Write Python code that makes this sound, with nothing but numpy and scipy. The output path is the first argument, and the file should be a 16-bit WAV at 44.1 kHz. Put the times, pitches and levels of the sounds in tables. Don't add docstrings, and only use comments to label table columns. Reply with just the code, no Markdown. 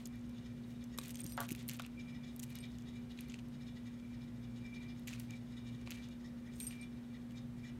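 import sys
import numpy as np
from scipy import signal
from scipy.fft import rfft, irfft
from scipy.io import wavfile
from scipy.ndimage import uniform_filter1d, map_coordinates

SR = 44100
rng = np.random.default_rng(int(sys.argv[2]) if len(sys.argv) > 2 else 0)


def digitize_waveform(pressure):
    field = np.atleast_2d(pressure).T
    bounded = np.clip(field, -1, 1)
    quanta = np.round(bounded * 32767).astype(np.int16)
    wavfile.write(sys.argv[1], SR, quanta)


def field_ratio(decibels):
    return 10 ** (np.asarray(decibels, dtype=float) / 20)


N = 343534

# f/Hz, rms level/dB, spread of the waver/dB
HUM_LINES = [(59.7, -66.5, 1), (120.3, -59, 3.5), (239.74, -49.5, 0.06), (529, -75, 1.5)]
# f/Hz, width/Hz, rms level/dB
RUMBLE_MODES = [(64.9, 14, -65), (111, 7.9, -62.5), (139.2, 9, -60), (163.9, 4.5, -72), (219.7, 31, -62),
                (263, 14, -74), (366.4, 14.4, -74), (408.6, 17.5, -77)]
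# f/Hz, relative level per Hz/dB
ROOM_NOISE_COLOUR = [(18, -32), (40, -10.5), (75, -14.5), (170, -8.5), (300, -15), (450, -22.5),
                     (1000, -29), (2500, -33.5), (4700, -40.5), (7200, -45), (8800, -44), (10500, -47),
                     (13500, -48), (15700, -51), (16400, -83)]
ROOM_NOISE_DB = -58

# middle t/s, length/s, dull scuff level/dB, hiss above scuff level/dB
FUR_STROKES = [(0.01, 0.11, -64.5, -14), (0.853, 0.14, -90, -3), (1.047, 0.16, -60.5, -6),
               (1.204, 0.043, -57.5, -3), (1.106, 0.05, -64.5, 0), (1.306, 0.08, -69.5, 4),
               (1.422, 0.087, -58.5, -2), (1.515, 0.059, -73, -3), (1.797, 0.019, -65, -22),
               (1.261, 0.025, -59.5, -11), (5.87, 0.032, -61, -20), (0.705, 0.14, -86, 9),
               (1.164, 0.35, -76, -6), (1.694, 0.34, -76, -18), (2.47, 0.21, -76, -6),
               (3.266, 0.32, -78, -17), (5.96, 0.18, -71, -14), (1.594, 0.13, -62, -12),
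               (1.731, 0.1, -58, -8), (1.838, 0.047, -62, -19), (1.445, 0.063, -62, -14),
               (2.561, 0.041, -65, -12), (3.354, 0.05, -67, -20), (2.335, 0.11, -82, 0),
               (2.434, 0.033, -62, 5), (2.513, 0.061, -64, -8), (2.71, .3, -80, -4),
               (3.2, 0.13, -64.5, -19), (3.313, 0.076, -64, -30), (5.125, 0.14, -57.5, -15),
               (5.216, 0.15, -67, -6), (5.33, 0.16, -70, -14), (5.934, 0.096, -63.5, -12),
               (6.044, 0.13, -67, -26), (6.577, 0.13, -80, 9), (6.64, 0.12, -68, 3),
               (6.718, 0.26, -67, -12)]
# t/s, low, middle and high band base level/dB, plucked loop f/Hz
FIBRE_SNAPS = [(0.056, -58, -40, -43, 3670), (0.0631, -49, -48, -58, 3340), (0.072, -73, -55, -45.5, 4030),
               (0.1569, -75, -82, -61, 2870), (0.1923, -72, -60, -92, 3240), (0.2122, -67, -59, -92, 3340),
               (0.2637, -70, -63, -93, 3570), (0.2947, -60, -58, -62, 2960), (0.841, -75, -50, -56, 2300),
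               (0.9775, -53, -47, -43, 3270), (0.9864, -32.5, -35, -38, 3860),
               (0.9887, -50, -48, -40.5, 3600), (0.9986, -60, -51, -59, 4050),
               (1.0138, -44, -48, -60, 3950), (1.0349, -55, -53, -53, 2350), (1.0387, -55, -46, -58, 2540),
               (1.0506, -44, -53, -76, 2520), (1.0577, -48, -44, -50, 3360), (1.0813, -59, -62, -42, 2540),
               (1.094, -49, -49, -49, 3010), (1.1061, -49, -43, -43, 3460), (1.1102, -74, -55, -44, 3060),
               (1.1451, -49, -46, -61, 2410), (1.156, -45, -39.5, -44, 3220), (1.171, -52, -44, -59, 3260),
               (1.1797, -62, -58, -67, 3110), (1.1919, -52, -46, -57, 3310), (1.2029, -61, -71, -53, 2880),
               (1.2155, -52, -46, -48, 3800), (1.2422, -64, -44, -40, 3200), (1.2527, -58, -66, -62, 3180),
               (1.2644, -63, -40, -41, 2410), (1.2744, -53, -56, -69, 2980), (1.2944, -75, -58, -58, 2680),
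               (1.3217, -47, -48, -44, 4290), (1.3711, -62, -45, -45, 2840),
               (1.3767, -35.5, -46, -53, 2090), (1.404, -42, -37, -31.5, 3560),
               (1.4123, -50, -45, -44, 2460), (1.4662, -73, -59, -55, 2530), (1.485, -55, -53, -53, 3430),
               (1.4896, -38, -44, -43, 2670), (1.4945, -57, -49, -57, 2630),
               (1.5061, -34.5, -41, -46, 2600), (1.513, -51, -45, -40, 2900), (1.52, -45, -43, -37.5, 2950),
               (1.5257, -48, -42, -45, 2780), (1.55, -38.5, -48, -45, 2540), (1.5601, -68, -51, -49, 3070),
               (1.592, -51, -55, -58, 3470), (1.6208, -78, -55, -75, 2570), (1.6285, -60, -57, -55, 2520),
               (1.68, -56, -57, -41, 2960), (1.6817, -68, -55, -42, 2660), (1.6882, -37, -38, -33.5, 4290),
               (1.6953, -35.5, -34, -37, 2780), (1.7037, -47, -44, -61, 3440),
               (1.7124, -46, -42, -57, 2720), (1.735, -57, -51, -42.5, 3800), (1.7471, -63, -49, -57, 2600),
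               (1.7534, -51, -57, -72, 2780), (1.766, -59, -59, -50, 2560), (1.772, -57, -59, -52, 2670),
               (1.7904, -43, -58, -74, 2670), (1.7964, -35.5, -46, -45, 2560),
               (1.8016, -44, -54, -89, 3700), (1.8203, -45, -45, -48, 3650), (1.8487, -41, -67, -86, 2690),
               (1.8582, -51, -65, -74, 2400), (1.8635, -42, -49, -50, 2570), (2.363, -60, -54, -45, 3680),
               (2.3945, -53, -48, -43, 3310), (2.3984, -49, -40.5, -45, 3200),
               (2.4069, -93, -62, -81, 3300), (2.4303, -46, -41, -55, 3040), (2.4338, -50, -50, -44, 2690),
               (2.4378, -47, -46, -44, 2850), (2.4524, -69, -69, -68, 3360), (2.4659, -70, -62, -64, 2790),
               (2.479, -79, -86, -63, 2610), (2.4965, -76, -83, -59, 3240), (2.5035, -60, -64, -52, 3270),
               (2.5549, -49, -48, -43, 3800), (2.5871, -54, -48, -50, 3000), (2.7176, -77, -55, -79, 2500),
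               (2.7854, -53.5, -51, -62, 2990), (2.8103, -62, -58, -65, 2590),
               (2.8224, -63, -53, -60, 3460), (3.1049, -65, -58, -71, 2900), (3.1201, -52, -61, -63, 2920),
               (3.176, -50, -60, -69, 3830), (3.1891, -40.5, -75, -67, 2660), (3.2078, -55, -49, -43, 2650),
               (3.2256, -71, -78, -66, 2440), (3.285, -75, -62, -56, 3210), (3.2986, -48, -47, -62, 2850),
               (3.311, -72, -65, -67, 3190), (3.321, -47, -51, -72, 2620), (3.3419, -38, -46, -62, 2650),
               (3.39, -45, -52, -62, 2800), (3.4853, -61, -61, -64, 2690), (3.9984, -56.5, -61, -92, 3200),
               (4.9958, -77, -68, -55, 2930), (5.0731, -47, -51, -47, 2770), (5.0755, -46, -41, -48, 2910),
               (5.0796, -37, -47, -46, 2600), (5.0837, -33.5, -38.5, -57, 2500),
               (5.0908, -49, -43, -61, 2970), (5.1313, -40, -48, -63, 2560), (5.136, -40, -44.5, -56, 2520),
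               (5.1801, -51, -78, -87, 2490), (5.1984, -70, -45, -43, 3040),
               (5.2021, -46.5, -50, -64, 2730), (5.3075, -47, -44, -55, 2780),
               (5.8136, -54, -58, -72, 2470), (5.8675, -53, -66, -88, 2620), (5.8738, -41, -61, -79, 2630),
               (5.882, -52, -65, -69, 2630), (5.8953, -43.5, -77, -74, 2560),
               (5.9063, -37.5, -39, -41.5, 2710), (5.913, -47, -43, -47, 3290),
               (5.9197, -37, -47, -64, 2600), (5.973, -47, -63, -61, 2580), (5.9841, -52, -67, -67, 2550),
               (6.0871, -57, -55, -62, 3000), (6.5359, -56, -56, -78, 3270), (6.5671, -69, -76, -81, 2990),
               (6.6019, -40, -42.5, -39, 3930), (6.6082, -45, -51, -60, 3570),
               (6.6667, -56, -48, -47, 4060), (6.6735, -48, -53, -48, 2790), (6.694, -65, -76, -60, 3300),
               (6.7089, -43.5, -57, -57, 2700), (6.7251, -46, -75, -83, 2790),
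               (6.7314, -68, -68, -63, 2080), (7.3086, -52, -56, -71, 2940), (7.3195, -58, -59, -64, 3000)]
# from f/Hz, to f/Hz
SNAP_BAND_EDGES = [(1800, 5200), (4300, 8260), (8200, 14600)]
TEAR_GAIN_DB = [4, 10.5, 14]
# level against the base/dB, t60/s
SNAP_FIZZ = [(-14.5, 0.036), (-6, 0.013), (-12, 0.023)]
# f/Hz, width/Hz, share added
PILE_RINGS = [(2470, 310, 1.2), (6650, 280, 0.47), (13000, 1300, 0.17)]
# f/Hz, width/Hz, share removed
FLOOR_BOUNCE_DIP = (5270, 880, 0.2)
SMALL_SNAPS_PER_S, SMALL_SNAP_DB = 1300, 4
CATCHES_PER_S, CATCH_DB = 720, 4.5
TEAR_GAP_MAX_S, FIZZ_SPREAD_DB, LOOP_T60_S = 0.00055, 2, 0.0074

# t/s, clatter level/dB, lowest mode level/dB, long ring level/dB
CLEAR_SHAKES = [(.14, -74, -75, -74), (.3, -77, -93, -78), (.381, -71, -74, -82), (.464, -69, -72, -76),
                (.697, -80, -71, -86), (.811, -79, -75, -73), (0.938, -71.5, -69.5, -91),
                (1.6, -78, -87, -90), (2.003, -65.5, -76, -65), (2.095, -69, -70, -71),
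                (2.15, -71.5, -67, -70), (2.246, -71.5, -73, -67), (2.286, -68, -79, -80),
                (2.56, -63.5, -76, -66), (2.644, -68, -76, -62.5), (2.75, -73, -76, -92),
                (2.889, -68.5, -72, -87), (2.965, -69.5, -75, -72), (3.111, -71, -77, -92),
                (3.244, -76, -77, -73), (3.535, -73, -77, -82), (3.621, -70, -79, -82),
                (3.677, -69.5, -78, -74), (3.769, -71, -76, -80), (3.872, -68, -78, -72),
                (4.112, -79, -83, -81), (4.15, -76, -78, -74), (4.231, -72, -83, -69),
                (4.436, -75, -76, -77), (4.576, -69.5, -78, -83), (4.659, -66.5, -66.5, -64),
                (4.754, -65, -73, -64), (4.833, -67, -69, -65), (4.904, -69, -71, -68.5),
                (4.987, -71, -73, -79), (5.307, -75, -72, -72), (5.366, -73, -83, -84),
                (5.455, -79, -88, -99), (5.524, -70, -69, -77), (5.58, -69, -69, -71),
                (5.681, -63.5, -66.5, -66), (5.747, -69, -70.5, -78), (5.82, -74, -74, -76),
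                (5.984, -75, -67, -65), (6.039, -70, -72, -83), (6.121, -76, -84, -74),
                (6.255, -70, -67, -90), (6.466, -70.5, -67.5, -72), (6.535, -74, -78, -85),
                (6.73, -70, -70, -63.5), (6.825, -68, -72, -63), (7.146, -72, -75, -75),
                (7.374, -67, -75, -70), (7.591, -70.5, -70, -80), (7.651, -66.5, -63, -73),
                (7.687, -68, -67, -68)]
# f/Hz, width/Hz, relative level/dB
CLATTER_MODES = [
    [(1928, 84, 0)],
    [(2900, 53, 11), (2780, 240, -8)],
    [(3480, 88, -3), (3670, 98, -22), (3746, 160, 0.5), (4230, 240, -13)],
    [(4650, 110, -11), (5146, 99, 3.5), (5430, 46, 1), (6110, 120, -12), (6000, 57, -5.5), (6520, 23, 3),
     (6690, 48, 1), (7300, 56, -23)],
]
GROUP_SHARE_DB = [-4.5, -8, 1, -3.5]
GROUP_SPREAD_DB = 1.5
FAINT_SHAKE_GAP_S, FAINT_SHAKE_DB = 0.074, -75.5
SHAKE_S, RING_SWELL_S, SHAKE_HISS_DB = 0.058, 0.13, -7.5
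FLEX_S = 0.00012
RING_HZ, RING_WAVER_DB = 2357, 4
FAINT_RING_DB, RING_ROUGH_DB = -83, -4

# t/s, level before the soft onset/dB, t60/s
PAW_KNOCKS = [(0.9844, -38.5, 0.013), (1.3758, -36, 0.094), (1.386, -46, 0.055), (1.399, -41, 0.096),
              (1.411, -50, 0.11), (1.43, -54, 0.07), (1.796, -39, 0.031), (5.872, -50.5, 0.034)]
# f/Hz, width/Hz, relative level/dB
BOX_MODES = [(437, 160, -7.5), (574, 31, 0), (700, 67, 2), (834, 45, 0.5), (969, 69, 2.5), (1147, 37, 8.5),
             (1246, 99, 2.5), (1313, 67, 1), (1443, 53, 3.5), (1607, 84, 1), (1760, 120, -3),
             (1914, 110, -8), (2600, 780, -13.5)]
BOX_RING_DB = -2.5
# t/s, sine level before its envelope/dB, f/Hz
BODY_THUMPS = [(.988, -40.5, 420), (1.2539, -33, 188), (1.5186, -31, 223), (1.801, -52, 446),
               (2.023, -49, 250)]

# t/s, base level of each of the four pieces in turn/dB
TAG_CLINKS = [(0.988, -54, -63, -80, -75), (1.138, -54, -79, -78, -80), (1.183, -64, -80, -78, -66),
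              (1.202, -44.5, -75, -80, -64), (1.209, -80, -84, -80, -76), (1.234, -56, -83, -62, -75),
              (1.2735, -54, -66, -58, -77), (1.2944, -56, -61, -56, -72), (1.31, -63, -74, -75, -80),
              (1.321, -51, -61, -66, -60), (1.333, -56, -61, -57, -56), (1.3444, -57, -75, -77, -68),
              (2.588, -64, -82, -80, -80), (2.605, -53.5, -67, -78, -80), (2.616, -66, -72, -75, -74),
              (6.557, -64, -81, -90, -88), (6.6, -40, -70, -64, -56), (6.612, -46, -70, -62, -52),
              (6.63, -42, -66, -55, -52), (6.668, -38, -56, -63, -70), (6.685, -54, -62, -62, -74),
              (6.7111, -57, -70, -76, -75), (6.8124, -54, -73, -71, -76)]
# piece, f/Hz, level against the piece's base/dB, t60/s
TAG_MODES = [(0, 8625, 0.5, 0.1), (1, 5000, 4.5, 0.04), (1, 11600, 1, 0.14), (2, 5835, -2.5, 0.2),
             (3, 12850, -3, .25)]
CLINK_SPREAD_DB = 0.5
MUFFLED_S = 1.372

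ROOM_T60_S, CAT_ROOM_DB, PART_ROOM_DB = 0.31, -22, -9
# f/Hz, width/Hz, share added
MICROPHONE_MODES = [(2560, 350, -0.19), (4800, 480, -0.13), (6160, 220, 0.27), (10500, 390, -0.67),
                    (14400, 3900, -0.13)]


def rms_one(x):
    return x / np.sqrt(np.mean(x ** 2) + 1e-20)


def drift(rate_hz):
    r = np.exp(-2 * np.pi * rate_hz * 32 / SR)
    slow = signal.lfilter([1], [1, -2 * r, r * r], rng.standard_normal(N // 32 + 3002))[3000:]
    return np.interp(np.arange(N) / 32, np.arange(len(slow)), rms_one(slow))


def resonate(x, hz, width_hz):
    r = np.exp(-np.pi * width_hz / SR)
    poles = [1, -2 * r * np.cos(2 * np.pi * hz / SR), r * r]
    return signal.lfilter([(1 - r * r) / 2, 0, (r * r - 1) / 2], poles, x + 1e-18)


def band(x, low_hz, high_hz):
    return signal.sosfilt(signal.butter(2, [low_hz, high_hz], "band", fs=SR, output="sos"), x + 1e-18)


def bursts(times, levels_db, t60):
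    marks = np.zeros(N)
    np.add.at(marks, np.round(np.asarray(times) * SR).astype(int), field_ratio(np.asarray(levels_db)))
    return signal.lfilter([1], [1, -field_ratio(-60 / (t60 * SR))], marks + 1e-18)


def swells(times, levels_db, length_s):
    marks = np.zeros(N)
    marks[np.round(times * SR).astype(int)] = field_ratio(levels_db)
    return signal.fftconvolve(marks, np.hanning(round(length_s * SR)), "same")


def grains(per_s, spread_db):
    sizes = field_ratio(spread_db * np.minimum(rng.exponential(1, N), 5)) * rng.choice([-1, 1], N)
    return rms_one(sizes * (rng.random(N) < per_s / SR))


def appliance():
    t = np.arange(N) / SR
    out = np.zeros(N)
    for hz, db, waver_db in HUM_LINES:
        level = field_ratio(db + waver_db * drift(2.7)) * np.sqrt(2)
        out += level * np.sin(2 * np.pi * hz * t + 0.17 * drift(1.6))
    for hz, width_hz, db in RUMBLE_MODES:
        rumble = resonate(rng.standard_normal(N), hz, width_hz)
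        out += field_ratio(db) * rms_one(resonate(rumble, hz, 2 * width_hz))
    hz = np.arange(N // 2 + 1) * SR / N + 1
    colour_hz, colour_db = np.transpose(ROOM_NOISE_COLOUR)
    colour = field_ratio(np.interp(np.log(hz), np.log(colour_hz), colour_db))
    return out + field_ratio(ROOM_NOISE_DB) * rms_one(irfft(colour * rfft(rng.standard_normal(N)), N))


def fur_slide():
    pile = grains(9000, spread_db=3.0) * field_ratio(3 * drift(50))
    bright = rms_one(band(pile, 4840, 9000))
    dull = rms_one(band(pile, 1260, 5800))
    t, scuff, hiss = np.arange(N) / SR, 0, 0
    for s, length_s, db, hiss_db in FUR_STROKES:
        hump = np.cos(np.pi * np.clip((t - s) / length_s, -0.5, 0.5)) ** 2
        scuff = scuff + field_ratio(db) * hump
        hiss = hiss + field_ratio(db + hiss_db) * hump
    small = grains(SMALL_SNAPS_PER_S, spread_db=3) * field_ratio(SMALL_SNAP_DB) * hiss
    catches = grains(CATCHES_PER_S, spread_db=3) * field_ratio(CATCH_DB) * scuff
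    out = hiss * bright + scuff * dull + band(small, 2400, 17500)
    out += band(band(catches, 1760, 4800), 1760, 4800)
    hz, width_hz, share = PILE_RINGS[0]
    return out + share * resonate(catches, hz, width_hz)


def fibre_snaps():
    crackle = grains(5000, spread_db=5.0)
    s, *bands_db, loop_hz = np.transpose(FIBRE_SNAPS)
    luck = rng.standard_normal((len(s), 3))
    late = np.cumsum(rng.random((len(s), 4)), axis=1) * TEAR_GAP_MAX_S
    at = np.round((s[:, None] + late - late[:, :1]) * SR).astype(int)
    parts = rng.standard_normal((3, len(s), 4))
    parts = parts / np.sqrt(np.sum(parts ** 2, axis=2, keepdims=True))
    out = np.zeros(N)
    for k, (edges, level_db) in enumerate(zip(SNAP_BAND_EDGES, bands_db)):
        gain = field_ratio(level_db + TEAR_GAIN_DB[k]) / np.sqrt(2 * (edges[1] - edges[0]) / SR)
        clicks = np.zeros(N)
        np.add.at(clicks, at, parts[k] * gain[:, None])
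        tearing = band(clicks, *edges)
        fizz_db, t60 = SNAP_FIZZ[k]
        envelope = bursts(s, level_db + fizz_db + FIZZ_SPREAD_DB * luck[:, k], t60)
        fizz = uniform_filter1d(envelope, size=380) * rms_one(band(crackle, *edges))
        out += band(tearing, *edges) + fizz
        hz, width_hz, share = PILE_RINGS[k]
        out += share * resonate(tearing + fizz, hz, width_hz)
    after = np.arange(600)
    pluck = np.sin(2 * np.pi * loop_hz[:, None] * after / SR)
    pluck = pluck * field_ratio(-60 * after / SR / LOOP_T60_S) * np.minimum(after / 15.0, 1)
    np.add.at(out, at[:, :1] + after, field_ratio(bands_db[0] + 1.5)[:, None] * pluck)
    return out


def fur():
    out = fur_slide() + fibre_snaps()
    hz, width_hz, share = FLOOR_BOUNCE_DIP
    return out - share * resonate(out, hz, width_hz)


def loose_part():
    s, db, low_db, ring_db = np.transpose(CLEAR_SHAKES)
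    luck = rng.standard_normal((100, 6))
    faint_s = np.cumsum(FAINT_SHAKE_GAP_S * (1 + 0.19 * np.clip(luck[:, 0], -2, 2)))
    heard = faint_s < N / SR - 0.01
    faint_s, luck = faint_s[heard], luck[heard]
    levels_db = db[:, None] + GROUP_SHARE_DB + GROUP_SPREAD_DB * rng.standard_normal((len(s), 4))
    levels_db[:, 0] = low_db
    touches = grains(2500, spread_db=1.0)

    ring = swells(s, ring_db, RING_SWELL_S)
    ring = ring + swells(faint_s, FAINT_RING_DB + 6.6 * luck[:, 1], RING_SWELL_S)
    tone = np.sin(2 * np.pi * RING_HZ * np.arange(N) / SR + 1.22 * drift(10.8))
    tone = tone * field_ratio(RING_WAVER_DB * drift(30.0))
    ring = ring * (tone + field_ratio(RING_ROUGH_DB) * rms_one(resonate(touches, RING_HZ, 70)))

    clatter = swells(s, db + SHAKE_HISS_DB, SHAKE_S) * rms_one(band(touches, 2200, 8500))
    for k, modes in enumerate(CLATTER_MODES):
        faint_db = FAINT_SHAKE_DB + GROUP_SHARE_DB[k] + GROUP_SPREAD_DB * luck[:, 2 + k]
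        shaken = touches * (swells(s, levels_db[:, k], SHAKE_S) + swells(faint_s, faint_db, SHAKE_S))
        steady, rings = 0, 0
        for hz, width_hz, mode_db in modes:
            steady = steady + field_ratio(mode_db) * resonate(touches, hz, width_hz)
            rings = rings + field_ratio(mode_db + 2.05 * drift(5.8)) * resonate(shaken, hz, width_hz)
        rings = rings / np.std(steady)
        flexed = np.arange(N) + FLEX_S * SR * drift(8)
        clatter += map_coordinates(rings, [flexed], order=3, mode="nearest")
    return clatter, ring


def cardboard_box():
    noise, t = rng.standard_normal(N), np.arange(N) / SR
    rattle, ring = 0, 0
    for hz, width_hz, db in BOX_MODES:
        rattle = rattle + field_ratio(db) * resonate(resonate(noise, hz, width_hz), hz, 3 * width_hz)
        ring = ring + field_ratio(db) * np.sin(2 * np.pi * hz * t + 2.9 * drift(width_hz / 6))
    panels = rms_one(rms_one(rattle) + field_ratio(BOX_RING_DB) * rms_one(ring))
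    knocks = sum(bursts([s], [db], t60) for s, db, t60 in PAW_KNOCKS)
    return panels * uniform_filter1d(knocks, size=130, origin=64)


def body_thumps():
    t, out = np.arange(N) / SR, np.zeros(N)
    for s, db, hz in BODY_THUMPS:
        cycles = (t - s) * hz
        out += field_ratio(db) * np.sin(2 * np.pi * cycles) * np.exp(-(cycles / 0.46) ** 2)
    return out


def tags():
    s, *pieces_db = np.transpose(TAG_CLINKS)
    t = np.arange(N) / SR
    last = np.maximum(np.searchsorted(s, t) - 1, 0)
    muffled = (t > MUFFLED_S) & (s[last] < MUFFLED_S)
    ringing = (t > s[0]) & ~muffled
    luck, out = rng.standard_normal((len(s), len(TAG_MODES))), 0
    for k, (piece, hz, mode_db, t60) in enumerate(TAG_MODES):
        db = pieces_db[round(piece)] + mode_db + (piece > 0) * CLINK_SPREAD_DB * luck[:, k]
        ring_db = db[last] - 60 * (t - s[last]) / t60 + 3.5 * drift(85.0)
        envelope = uniform_filter1d(ringing * field_ratio(np.minimum(ring_db, 0)), size=50)
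        out = out + envelope * np.sin(2 * np.pi * hz * t + 0.94 * drift(40.0))
    return out


def room(x):
    t = np.arange(int(0.4 * SR)) / SR
    tail = band(rng.standard_normal(len(t)), 140, 3400) * field_ratio(-60 * t / ROOM_T60_S) * (t > 0.004)
    return signal.fftconvolve(x, tail / np.sqrt(np.sum(tail ** 2)))[:N]


def scene():
    cat = fur() + cardboard_box() + body_thumps() + tags()
    clatter, ring = loose_part()
    tail = room(field_ratio(CAT_ROOM_DB) * cat + field_ratio(PART_ROOM_DB) * clatter)
    return (cat + clatter + ring + tail + appliance())[None]


def low_pass(x):
    return signal.sosfilt(signal.butter(12, 16670, fs=SR, output="sos"), x)


def record(dry):
    for hz, width_hz, share in MICROPHONE_MODES:
        dry = dry + share * resonate(dry, hz, width_hz)
    mix = signal.sosfilt(signal.cheby2(8, 50, 17300, fs=SR, output="sos"), dry)
    return low_pass(mix)


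dry = scene()
out = record(dry)
digitize_waveform(out)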